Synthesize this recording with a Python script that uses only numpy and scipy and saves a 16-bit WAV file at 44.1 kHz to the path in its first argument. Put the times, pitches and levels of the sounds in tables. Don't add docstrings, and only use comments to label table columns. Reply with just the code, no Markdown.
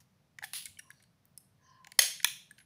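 import sys
import numpy as np
from scipy import signal
from scipy.fft import rfft, irfft
from scipy.io import wavfile
from scipy.ndimage import uniform_filter1d

SR = 44100
rng = np.random.default_rng(int(sys.argv[2]) if len(sys.argv) > 2 else 0)


def pcm_store(signal):
    levels = np.round(np.clip(np.atleast_2d(signal), -1, 1) * 32767)
    wavfile.write(sys.argv[1], SR, levels.astype(np.int16).T)


N = 116865


# (pitch [Hz], width [Hz], relative level [dB])
SHUT_TONES = [(520, 190, 6.5), (740, 200, 8.5), (1100, 350, 4), (1660, 130, 16), (1970, 300, 21),
              (2540, 170, 13), (3190, 200, 20), (3490, 200, 17), (4150, 130, 16), (4430, 280, 21),
              (5290, 380, 20), (5940, 170, 15), (6430, 200, 22), (7250, 600, 9), (8900, 700, 16),
              (9720, 250, 14), (10380, 450, 20), (10880, 170, 18), (11350, 250, 16), (14730, 350, 15)]
def punch():
    crunch = burst(rise_s=.0002, hold_s=.0036, decay_s=.0011)
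    return snap(crunch, SHUT_TONES, start_s=1.9896, db=-15, low_cut_hz=410, room_db=-3.4, widening=2.2)


# (pitch [Hz], width [Hz], relative level [dB])
OPEN_TONES = [(960, 200, 9.5), (1390, 180, 7), (1740, 130, 16), (1910, 120, 17), (2400, 280, 17),
              (3420, 400, 18.5), (4000, 280, 14.5), (5240, 260, 10), (5640, 260, 14), (6180, 240, 13),
              (6560, 200, 9), (7020, 350, 8), (9050, 600, 9), (9730, 350, 12.5), (10420, 220, 12),
              (10740, 250, 12), (11350, 450, 10), (14300, 350, 6), (15230, 350, 7)]
def spring_open():
    crunch = burst(rise_s=.0009, hold_s=.0013, decay_s=.0017)
    return snap(crunch, OPEN_TONES, start_s=2.2445, db=-19.9, low_cut_hz=820, room_db=-9.6, widening=1.6)


def snap(crunch, tones, start_s, db, low_cut_hz, room_db, widening, crack_db=-2):
    hz = np.fft.rfftfreq(len(crunch), 1 / SR)
    sharp = full_power = 0
    for k, (pitch, width, tone_db) in enumerate(tones):
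        offset = 2 * (hz - pitch) / width
        sharp += (-1) ** k * amp(tone_db) / (1 + offset ** 2)
        full_power += (amp(tone_db) / (1 + (offset / widening) ** 2)) ** 2
    low_cut = hz ** 8 / (hz ** 8 + low_cut_hz ** 8)
    tracks = []
    for peaks, level_db in ((sharp, db), (np.sqrt(full_power), db + room_db)):
        body = ringing(low_cut * np.hypot(peaks, amp(crack_db)))
        sound = pulse_level(signal.fftconvolve(crunch, body))
        tracks.append(placed(start_s, amp(level_db) * sound))
    return np.array(tracks)


# (low edge [Hz], high edge [Hz])
CLICK_BANDS = [(650, 1450), (1450, 2350), (2450, 4400), (4400, 7400), (7800, 11500), (11500, 16000)]
# (time [s], fade time [s], then a relative level [dB] for each range)
SMALL_KNOCKS = [(.002, .014, -74, -71, -70, -62, -66, -67), (.3858, .002, -59, -47, -54, -52, -60, -63),
                (.4254, .002, -60, -46, -54, -61, -63, -70), (.4330, .003, -66, -58, -55, -56, -56, -60),
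                (.4380, .002, -58, -43, -48, -52, -53, -58), (.4425, .008, -63, -51, -52, -48, -45.5, -46),
                (.5333, .0014, -50.5, -46, -40, -45, -39, -44),
                (.6555, .0025, -82, -57, -48, -45, -39, -52), (.6635, .004, -76, -52, -54, -55, -51, -63),
                (.7880, .007, -84, -55, -61, -57, -48.5, -62), (.7935, .003, -86, -52, -59, -59, -52, -62),
                (.9035, .0018, -86, -55, -71, -63, -53, -61), (.9125, .002, -80, -63, -60, -73, -72, -78),
                (.998, .008, -78, -64, -69, -74, -76, -84), (1.0245, .003, -82, -73, -73, -72, -63, -76),
                (1.0365, .003, -82, -71, -69, -72, -66, -78), (1.2537, .001, -86, -82, -84, -77, -69, -61),
                (1.3757, .0017, -88, -72, -69, -59, -44, -55),
                (1.8447, .0016, -76, -53, -55, -58, -68, -74), (1.8694, .002, -61, -51, -57, -54, -61, -63),
                (1.9183, .0018, -67, -50, -54, -52, -52, -60), (2.1988, .004, -84, -42, -50, -59, -62, -74),
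                (2.2296, .0016, -84, -50, -54, -47, -51, -57), (2.5095, .003, -90, -64, -67, -69, -61, -62),
                (2.5808, .002, -78, -57, -58, -68, -72, -76), (2.5875, .002, -82, -63, -67, -63, -68, -70),
                (2.600, .012, -80, -57, -62, -69, -78, -78)]
def click(start_s, decay_s, *bands_db, trim_db=-4.5):
    noise = burst(rise_s=.0005, hold_s=.0009, decay_s=decay_s, passes=0)
    sound = 0
    for edges, db in zip(CLICK_BANDS, bands_db):
        band = signal.butter(4, edges, "band", fs=SR, output="sos")
        filtered = signal.sosfilt(np.vstack([band, band]), noise)
        sound += amp(db + trim_db) * pulse_level(filtered)
    return direct_and_sent(placed(start_s, sound), room_db=-12)


# (time [s], pitch [Hz], level [dB], fade time [s])
RINGING_PARTS = [(.3858, 1950, -48, .003), (.4215, 820, -52, .009), (.4254, 1720, -44, .002),
                 (.4380, 810, -50, .006), (.4440, 750, -58, .02), (.4380, 1750, -41, .003),
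                 (.4410, 3450, -51, .004), (.4420, 11280, -54, .004), (.6570, 2200, -50, .008),
                 (.7712, 3050, -61, .004), (.7712, 2280, -62, .004), (.7915, 5700, -53, .004),
                 (.7915, 10230, -52, .003), (.7925, 1800, -52, .004), (.7925, 2800, -55, .003),
                 (.9035, 1680, -51, .003), (1.3760, 5220, -57, .004), (1.8694, 820, -60, .006),
                 (2.5095, 1700, -52, .005), (2.5095, 8640, -57, .002)]
def ring(start_s, hz, db, decay_s, rise_s=.0015):
    t = np.arange(SR // 8) / SR
    shape = np.minimum(t / rise_s, 1) * np.exp(-t / decay_s)
    tone = pulse_level(shape * np.sin(2 * np.pi * hz * t))
    return direct_and_sent(placed(start_s, amp(db) * tone), room_db=-12)


# (time [s], level [dB])
RUSTLE_LOUDNESS = [(.43, -72), (.45, -57), (.49, -62), (.531, -66), (.540, -38.5), (.565, -37.3),
                   (.585, -42), (.62, -49.5), (.66, -58), (.74, -78)]
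# (pitch [Hz], relative level [dB])
PAPER_COLOUR = [(200, -45), (600, -31), (900, -17), (1350, -15), (2150, -4), (2450, -7), (2800, 0),
                (4800, -1), (6000, -7), (8400, -11), (9400, 2), (10700, 2), (13600, -12), (15300, -5)]
def rustle(grains_per_s=9000, spread_db=2.2):
    grains = (rng.random(N) < grains_per_s / SR) * rng.standard_normal(N)
    grains *= amp(spread_db * np.minimum(rng.exponential(1, N), 4))
    level_db = np.interp(np.arange(N) / SR, *np.transpose(RUSTLE_LOUDNESS), left=-np.inf, right=-np.inf)
    return direct_and_sent(amp(level_db) * unit(coloured(grains, PAPER_COLOUR)), room_db=-9)


# (time [s], length [s], first pitch [Hz], last pitch [Hz], width [Hz], level [dB])
STAPLER_RUBS = [(.81, .14, 1080, 1050, 100, -74), (.80, .24, 5700, 5850, 250, -79.5),
                (.90, .20, 4500, 4350, 500, -80), (1.58, .40, 1035, 1025, 75, -68),
                (1.60, .13, 6300, 6280, 120, -78.5), (1.56, .33, 1730, 1690, 240, -77),
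                (1.61, .13, 5800, 5720, 200, -79.5), (1.64, .15, 5170, 5080, 160, -80),
                (1.61, .22, 4700, 4300, 550, -81), (1.62, .21, 3080, 3020, 250, -82.5),
                (2.572, .07, 10900, 10600, 700, -69.5)]
def rub(start_s, length_s, start_hz, end_hz, width_hz, db):
    progress = np.linspace(0, 1, round(length_s * SR))
    noise = (rng.standard_normal(N) + 1j * rng.standard_normal(N))[:len(progress)]
    narrow = signal.sosfilt(signal.butter(2, width_hz / 2, fs=SR, output="sos"), noise)
    pitch = start_hz + (end_hz - start_hz) * progress
    creak = (narrow * np.exp(2j * np.pi * np.cumsum(pitch) / SR)).real
    sound = amp(db) * unit(creak * np.sin(np.pi * progress))
    return direct_and_sent(placed(start_s, sound), room_db=-8)


# (time [s], level [dB], pitch [Hz], fade time [s])
TABLE_PUSHES = [(.690, -59, 95, .04), (1.981, -57, 45, .008), (2.315, -61, 130, .03)]
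def thud(start_s, db, hz, decay_s):
    t = np.arange(SR // 2) / SR
    return placed(start_s, amp(db) * np.sin(2 * np.pi * hz * t) * np.exp(-t / decay_s))


# (pitch [Hz], time to fade by 60 dB [s])
ROOM_FADE = [(300, .29), (800, .31), (2000, .395), (4000, .455), (6500, .405), (10500, .365), (15000, .29)]
# (pitch [Hz], relative level [dB])
ROOM_COLOUR = [(300, -1), (550, 3), (900, -2.5), (1350, -5), (2000, -4), (2600, 3), (3300, 1.5), (4200, .2),
               (5000, -1), (6500, 2.5), (7800, 2.8), (9200, 0), (10700, .5), (13000, 2.2), (15300, 5)]
def room(sent, gap_s=.004, wall_s=.0265, wall_spread_s=.006):
    t = np.arange(SR) / SR
    wall_swell = amp(3) * np.exp(-abs(t - wall_s) / wall_spread_s)
    strength = np.where(t < wall_s, amp(-4), np.hypot(1, wall_swell))
    echoes = rng.standard_normal(SR) * (t > gap_s) * strength
    echoes[round(wall_s * SR)] += amp(19.5)
    hz, age_s, bands = signal.stft(echoes, SR, nperseg=256)
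    faded_db = 60 * age_s / read(ROOM_FADE, hz)[:, None]
    bands = bands * amp(read(ROOM_COLOUR, hz)[:, None] - faded_db)
    tail = signal.istft(bands, SR)[1]
    return signal.fftconvolve(sent, tail / np.linalg.norm(tail))[:N]


# (pitch [Hz], relative level [dB])
RUMBLE_COLOUR = [(25, -20), (45, -21), (70, -9), (140, 0), (180, -2), (260, -12), (370, -20), (600, -18),
                 (1100, -22.5), (2000, -26), (3000, -29), (5500, -30), (7500, -37.5), (10200, -34.5),
                 (13000, -38.5), (16000, -38)]
def background(db=-70):
    return amp(db) * unit(coloured(rng.standard_normal(N), RUMBLE_COLOUR))


def burst(rise_s, hold_s, decay_s, size=4096, passes=6):
    t = np.arange(size) / SR
    shape = np.minimum(t / rise_s, 1) * np.exp(-np.maximum(t - hold_s, 0) / decay_s)
    x = shape * rng.standard_normal(size)
    for _ in range(passes):
        x = irfft(np.exp(1j * np.angle(rfft(x))))
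        loudness = np.sqrt(abs(uniform_filter1d(x ** 2, size=64)) + 1e-14)
        x = x * shape / loudness
    return x


def ringing(gain):
    mirrored = np.concatenate([gain, gain[-2:0:-1]])
    log_gain = np.log(np.maximum(mirrored, 1e-4))
    return np.fft.ifft(np.exp(np.conj(signal.hilbert(log_gain)))).real


def amp(db):
    return 10 ** (np.asarray(db) / 20)


def unit(x):
    return x / np.sqrt(np.mean(x ** 2) + 1e-20)


def pulse_level(x):
    return x / np.sqrt(np.sum(x ** 2) / (SR * .01) + 1e-20)


def read(points, hz):
    pitches, values = np.transpose(points)
    return np.interp(np.log(hz + 1), np.log(pitches), values)


def coloured(x, points):
    hz = np.fft.rfftfreq(len(x), 1 / SR)
    return irfft(rfft(x) * amp(read(points, hz)), len(x))


def placed(start_s, sound):
    return np.concatenate([np.zeros(round(start_s * SR)), sound, np.zeros(N)])[:N]


def direct_and_sent(track, room_db):
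    return np.outer([1, amp(room_db)], track)


def scene():
    contacts = sum(click(*row) for row in SMALL_KNOCKS) + sum(ring(*row) for row in RINGING_PARTS)
    friction = rustle() + sum(rub(*row) for row in STAPLER_RUBS)
    direct, sent = punch() + spring_open() + contacts + friction
    thuds = sum(thud(*row) for row in TABLE_PUSHES)
    return (direct + room(sent) + thuds + background())[None]


def record(dry, cutoff_hz=15600):
    low_pass = signal.firwin(511, cutoff_hz, window=("kaiser", 8), fs=SR)
    return signal.oaconvolve(dry, low_pass[None], "same")


dry = scene()
out = record(dry)
pcm_store(out)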